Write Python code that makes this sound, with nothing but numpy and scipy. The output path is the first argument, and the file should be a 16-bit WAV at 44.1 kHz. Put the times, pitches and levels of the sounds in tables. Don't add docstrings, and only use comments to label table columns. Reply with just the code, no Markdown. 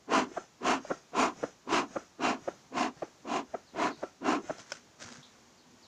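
import sys
import numpy as np
from scipy import signal
from scipy.fft import rfft, irfft, next_fast_len
from scipy.io import wavfile
from scipy.ndimage import map_coordinates

SR = 44100
rng = np.random.default_rng(int(sys.argv[2]) if len(sys.argv) > 2 else 0)


def to_wav(s):
    ch = np.atleast_2d(s).T
    pcm = np.round(np.clip(ch, -1, 1) * 32767)
    wavfile.write(sys.argv[1], SR, pcm.astype(np.int16))


N = 258861

# (full flow [s], rise [s], jet [dB], hollow tone re jet [dB], hiss re jet [dB])
SQUEEZES = [(.159, 0.068, -27, -4.5, -8), (.698, 0.074, -27, -6.5, -7.5), (1.214, 0.074, -25, -7, -9),
            (1.761, .081, -27.5, -5.5, -6.5), (2.267, 0.067, -28.5, -5.5, -6.5),
            (2.817, .086, -30, -4.5, -6.5), (3.354, 0.094, -32, -4.5, -9),
            (3.84, 0.086, -28.5, -6.5, -10.5), (4.31, 0.082, -29, -1.5, -9.5)]
# (time [s], level [dB], pitch [Hz], rattle re flap [dB], intake hiss [dB], crease [dB])
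FLAPS = [(0.3691, -24.5, 671, -13.5, -51.5, -35), (0.9037, -22, 558, -13.5, -49, -28.5),
         (1.4293, -21.5, 550, -20, -50, -43), (1.959, -23, 577, -15.5, -51.5, -41),
         (2.4753, -23, 598, -22, -54.5, -46), (3.0199, -23.5, 657, -26, -57, -46),
         (3.5398, -24, 655, -22, -59.5, -55), (4.0278, -24, 658, -15.5, -56, -47),
         (4.4957, -23.5, 582, -16, -50, -36.5)]
# (frequency [Hz], relative density [dB per Hz])
SKIN = [(60, -26), (150, -7), (340, 1), (430, -6.5), (700, 4), (950, -5.5), (1400, -10), (1800, -12.5),
        (2600, -25), (6000, -43), (10000, -58)]
# (frequency [Hz], relative level [dB], decay t60 [s])
TIN = [(577, 0.5, 0.036), (1333, -1, 0.035), (1490, 6.5, 0.022), (2160, -5, 0.018), (2480, -3, 0.025),
       (2770, -21, 0.021), (3185, 3, 0.018), (4020, -26, 0.023), (4920, 0.5, 0.017), (5360, 5, 0.027),
       (6030, 0.5, .02), (7260, -2, .018), (8700, -16, .02)]


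def amp(db):
    return 10 ** (np.asarray(db) / 20)


def unit(x):
    return x / np.sqrt(np.mean(x ** 2) + 1e-20)


def clock(n):
    return np.arange(n) / SR


def value_at(s, rows):
    return np.interp(s, *np.transpose(rows))


def wobble(rate, n):
    knots = rng.standard_normal(int(n * rate / SR) + 4)
    return map_coordinates(knots, [clock(n) * rate])


def noise(spectrum, n, response=lambda hz: 1):
    hz = np.fft.rfftfreq(n, 1 / SR)
    f, db = np.transpose(spectrum)
    gain = amp(np.interp(np.log(hz + 1), np.log(f), db))
    return unit(irfft(rfft(rng.standard_normal(n)) * gain * response(hz), n))


def fade(t, t60):
    return np.exp(-np.log(1000) * np.maximum(t, 0) / t60)


def add(track, s, x):
    i = round(s * SR)
    x, i = x[max(-i, 0):], max(i, 0)
    track[i:i + len(x)] += x[:max(N - i, 0)]


def tin_colour(hz, boost=0.26, width_hz=55):
    return 1 + boost * sum(1 / (1 + ((hz - mode) / width_hz) ** 2) for mode, _, _ in TIN[1:])


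def scatter(strength, spread_s=.008, count=12):
    delays = rng.uniform(0.00198, spread_s, count)
    signs = rng.choice([-1, 1], count)

    def response(hz):
        treble = 2 * hz / (hz + 2500)
        return 1 + strength * treble * (signs @ np.exp(-2j * np.pi * np.outer(delays, hz)))
    return response


def puffs(can_echo=0.15, can_s=.0029, hive_echo=0.15, stray=0.048, flutter_db=1.04, fizz_db=-16):
    # (frequency [Hz], relative density [dB per Hz])
    jet_colour = [(60, -27), (140, -23.5), (260, -12), (400, -3), (520, -8.5), (700, 3.5), (870, -1.5),
                  (1030, 2.5), (1350, -7.5), (1850, -14), (2700, -22.5), (3500, -23), (8000, -61)]
    # (frequency [Hz], relative density [dB per Hz])
    hiss_colour = [(600, -29), (1600, 1), (2750, 4.5), (3600, -7), (4100, -3), (4700, -5), (5800, -4.5),
                   (6900, -4.5), (8000, -17), (10000, -30), (12000, -45), (15000, -47)]
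    # (frequency [Hz], relative density [dB per Hz])
    fizz_colour = [(3000, -25), (6900, 4.5), (7600, -6.5), (8300, -9), (10000, -10.5), (11500, -23.5),
                   (15000, -34)]
    # (frequency [Hz], relative density [dB per Hz])
    hollow_colour = [(25, -32), (42, -43), (110, -24), (180, -16), (228, -6.5), (260, 0.5), (325, -4),
                     (400, -7.5), (520, -20), (1500, -71)]
    # (time [s], treble tilt at 10 kHz [dB])
    aim = [(0, -1.5), (1.2, 2), (1.8, -3), (2.3, -6), (3.3, -1), (4.3, -3)]
    # (time [s], echo delay [s])
    hive_delay = [(.16, 0.00066), (.7, 0.00068), (1.2, 0.000847), (1.76, 0.0008), (2.27, 0.00072),
                  (2.82, 0.00112), (3.35, 0.000277), (4.31, 0.000716)]
    stroke_s = 0.17
    rise_shape, fall_shape = 2.57, 2.23
    hollow_grip, hollow_release, hiss_grip, fizz_grip = 0.53, 0.57, 1.32, 2.2
    lead = 1.24

    out, n = np.zeros(N), SR // 2
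    t, hz = clock(n) - n / SR / 2, np.fft.rfftfreq(n, 1 / SR)
    delay = lambda s: np.exp(-2j * np.pi * hz * s)
    can = tin_colour(hz) / (1 - can_echo * delay(can_s))
    for s, rise, db, hollow_db, hiss_db in SQUEEZES:
        rising, falling = np.abs(t / rise) ** rise_shape, np.abs(t / (stroke_s - rise)) ** fall_shape
        flow_db = -20 * np.where(t < 0, rising, falling)
        eddies_db = flutter_db * wobble(170.2, n)
        hive = (1 + hive_echo * delay(value_at(s, hive_delay))) * scatter(stray)(hz)
        path = can * hive
        aim_db = value_at(s, aim)
        beam = amp(aim_db * hz / 10 ** 4)

        jet = amp(flow_db + eddies_db) * noise(jet_colour, n, lambda _: path)
        pressed = (1 + np.tanh((t + lead * rise) / 0.0069)) / 2
        boom_db = hollow_db + np.where(t < 0, hollow_grip, hollow_release) * flow_db
        hollow = pressed * amp(boom_db) * noise(hollow_colour, n)
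        hiss_level = amp(hiss_db + hiss_grip * flow_db + eddies_db)
        hiss = hiss_level * noise(hiss_colour, n, lambda _: path * beam)
        fizz_level = amp(hiss_db + fizz_db + aim_db + fizz_grip * flow_db + eddies_db)
        fizz = fizz_level * noise(fizz_colour, n, lambda _: path)
        add(out, s + t[0], amp(db) * (jet + hollow + hiss + fizz))
    return out


def flaps(start=0.58, slack=.53, attack_s=0.00085, crumple=0.28, stop_t60=0.035):
    taut_cycles = 6.8
    tail_db, tail_t60 = -16, 0.18
    rattle_hz, rattle_width_hz = 1370, 260
    ring_db, ring_width_hz, ring_t60 = -9, 55, 0.18
    unfold_s, unfold_db = 0.0088, -7

    out, n = np.zeros(N), SR // 4
    t = clock(n)
    tin = lambda width: noise(SKIN, n, lambda f: 1 / (1 + ((f - rattle_hz) / width) ** 4))
    for s, db, hz, rattle_db, _, _ in FLAPS:
        taut = taut_cycles / hz
        swell = (start + (1 - start) * np.minimum(t / taut, 1)) * (1 - np.exp(-t / attack_s))
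        dropped = (1 + np.tanh((t - taut - .001) / 0.00091)) / 2
        pitch = hz * (1 - (1 - slack) * dropped) * (1 + 0.1 * wobble(371, n))
        swing = np.sin(2 * np.pi * np.cumsum(pitch) / SR)
        stop = fade(t - taut, stop_t60)
        blow = stop * (0.68 * swing + crumple * noise(SKIN, n))
        tail = amp(tail_db) * fade(t - taut, tail_t60) * (0.23 * swing + 0.5 * noise(SKIN, n))
        ring = amp(ring_db) * fade(t - taut, ring_t60) * tin(ring_width_hz)
        rattle = amp(rattle_db) * (stop * tin(rattle_width_hz) + ring)
        add(out, s, amp(db) * swell * (blow + tail + rattle))

        unfolding = np.minimum(2 * t / unfold_s, 1) * fade(t - unfold_s, stop_t60)
        add(out, s - unfold_s, amp(db + rattle_db + unfold_db) * unfolding * noise(SKIN, n))
    return out


def intake(before_s=0.067, after_s=0.077, stray=0.2, whistle_db=-10.0):
    # (frequency [Hz], relative density [dB per Hz])
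    draught_colour = [(60, 1.5), (250, 10), (650, 10.5), (1000, 2.5), (1400, 6), (2200, -0.5), (3300, -5.5),
                      (5000, -12), (6500, -4), (8000, -14.5), (11000, -40), (15000, -41)]
    # (frequency [Hz], half width [Hz], relative level [dB])
    valve_tones = [(4890, 110, 2), (5620, 150, -0.5), (6340, 150, -3.5)]
    out, n = np.zeros(N), SR // 2
    t = clock(n) - n / SR / 2
    for s, _, _, _, db, _ in FLAPS:
        suction = np.exp(-(t / np.where(t < 0, before_s, after_s)) ** 2)
        opening = 1 + 0.063 * rng.standard_normal()

        def valve(f):
            return sum(amp(level) / (1 + ((f - hz * opening) / width) ** 2)
                       for hz, width, level in valve_tones)
        draught = suction * noise(draught_colour, n, scatter(stray))
        whistle = amp(whistle_db) * suction ** 0.51 * noise(draught_colour, n, valve)
        add(out, s + t[0], amp(db) * (draught + whistle))
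    return out


def knocks(cycles=9, hang_s=0.014, grit=0.22):
    # (time [s], level [dB], pitch [Hz])
    stray_bumps = [(0.118, -18.5, 470), (4.584, -39, 650), (5.015, -45, 606), (5.046, -44, 102),
                   (5.182, -42, 142)]
    grip_lead, grip_db, grip_hz = 1.08, -36, 486
    crease_lead_s, crease_hz, crease_ref_db, crease_db_per_octave = .054, 302, -37.5, 9

    out, t = np.zeros(N), clock(SR // 8)
    grips = [(s - grip_lead * rise, grip_db, grip_hz * 2 ** rng.normal(0, 0.11))
             for s, rise, *_ in SQUEEZES]
    creases = [(s - crease_lead_s, db, crease_hz * 2 ** ((db - crease_ref_db) / crease_db_per_octave))
               for s, *_, db in FLAPS]
    for s, db, hz in grips + creases + stray_bumps:
        body = np.sin(2 * np.pi * hz * t) + grit * noise(SKIN, len(t))
        envelope = fade(t, hang_s + cycles / hz) * (1 - np.exp(-2 * hz * t))
        add(out, s, amp(db) * body * envelope)
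    return out


def clicks(ring_db=-11, crack_db=-5, rattle_db=-22, rattle_t60=0.059):
    # (time [s], level [dB])
    ticks = [(4.5835, -42), (4.7193, -24), (4.7207, -38.5), (4.7222, -36), (4.7526, -42)]
    crack_colour = [(150, -15), (500, 6.5), (6500, -2), (8500, -11), (15000, -28)]  # (Hz, dB per Hz)
    out, t = np.zeros(N), clock(SR // 8)
    for s, db in ticks:
        ring = 0
        for hz, level, t60 in TIN:
            mode = np.sin(2 * np.pi * (hz * t + rng.random()))
            ring = ring + amp(level + rng.normal(0, 1.5)) * fade(t, t60) * mode
        contact = amp(crack_db) * fade(t, 0.0065) + amp(rattle_db) * fade(t, rattle_t60)
        crack = contact * noise(crack_colour, len(t))
        add(out, s, amp(db) * (amp(ring_db) * ring + crack) * (1 - np.exp(-t / 0.00047)))
    return out


def rustle(grain_db=3.0, scuff_t60=0.22):
    # (peak [s], level [dB], attack [s], decay t60 [s])
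    rubs = [(4.605, -49.5, 0.037, 0.3), (4.745, -50, 0.053, 0.27), (5.021, -46, 0.022, 0.4),
            (5.125, -53.5, 0.075, 0.66)]
    # (time [s], level [dB])
    scuffs = [(5.229, -53.5)]
    # (frequency [Hz], relative density [dB per Hz])
    rub_colour = [(50, -30.5), (110, 3), (250, 6), (400, 4), (600, 5), (900, 2), (1500, 8), (2500, 0),
                  (4000, -0.5), (6500, 4.5), (9000, -16), (12000, -39), (15000, -39)]
    scuff_colour = [(2500, -29), (3300, 1), (4000, 5), (4800, -14), (9000, -33)]  # (Hz, dB per Hz)
    now, t = clock(N), clock(SR // 4)
    rubbing = 0
    for s, db, attack, t60 in rubs:
        swell = np.exp(-(np.minimum(now - s, 0) / attack) ** 2)
        rubbing = rubbing + amp(db) * swell * fade(now - s, t60)
    out = rubbing * unit(amp(grain_db * wobble(350, N)) * noise(rub_colour, N))
    for s, db in scuffs:
        add(out, s, amp(db) * fade(t, scuff_t60) * noise(scuff_colour, len(t)))
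    return out


def yard(x, wet_db=-27, t60=0.29):
    t = clock(SR // 3)
    tail = rng.standard_normal(len(t)) * fade(t, t60) * (1 - np.exp(-t / 0.007))
    return x + amp(wet_db) * signal.fftconvolve(x, tail / np.linalg.norm(tail))[:N]


def bees(wing_hz=239, waver=.05, overtone_db=-11, uneven_db=3.5, count=4):
    # (nearest [s], level [dB])
    flybys = [(4.77, -68.5), (5.12, -56.5), (5.45, -69.5), (5.71, -60.5)]
    pass_s = 0.03
    hum = 0
    for _ in range(count):
        phase = 2 * np.pi * np.cumsum(wing_hz * (1 + waver * wobble(6.3, N))) / SR
        buzz = sum(amp(overtone_db * k) * np.sin((k + 1) * phase) for k in range(4))
        hum = hum + amp(uneven_db * wobble(5.15, N)) * buzz
    power = sum(amp(db) ** 2 / (1 + ((clock(N) - s) / pass_s) ** 2) for s, db in flybys)
    return np.sqrt(power) * unit(hum)


def bird(high_hz=5550, low_hz=3700, length_s=.052, wet=1.0, blur=0.018):
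    # (time [s], level [dB])
    notes = [(3.655, -62.5), (3.894, -54), (5.566, -64), (5.815, -58.5)]
    out, t = np.zeros(N), clock(SR // 8)
    u = np.minimum(t / length_s, 1)
    for s, db in notes:
        slide = high_hz + (low_hz - high_hz) * np.sin(np.pi / 2 * u)
        pitch = slide * (1 + blur * wobble(830, len(t)))
        add(out, s, amp(db) * np.sin(np.pi * u) * np.sin(2 * np.pi * np.cumsum(pitch) / SR))
    tail = rng.standard_normal(len(t)) * fade(t, 0.37)
    return out + wet * signal.fftconvolve(out, tail / np.linalg.norm(tail))[:N]


def open_air():
    # (frequency [Hz], relative density [dB per Hz])
    air_colour = [(25, -31), (70, -8), (160, -5), (310, -5.5), (550, -9.5), (950, -9.5), (1500, -14),
                  (3000, -17.5), (5000, -17), (6000, -15), (7000, -16), (8200, -29.5), (11000, -35.5),
                  (15300, -38)]
    return amp(-61.5 + wobble(4.29, N)) * noise(air_colour, N)


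def scene():
    smoker = puffs() + flaps() + intake() + knocks() + clicks() + rustle()
    return (yard(smoker) + bees() + bird() + open_air())[None]


def record(dry, top_hz=15450):
    m = next_fast_len(N + SR // 2)
    kept = np.fft.rfftfreq(m, 1 / SR) < top_hz
    return irfft(rfft(dry, m) * kept, m)[..., :N]


dry = scene()
out = record(dry)
to_wav(out)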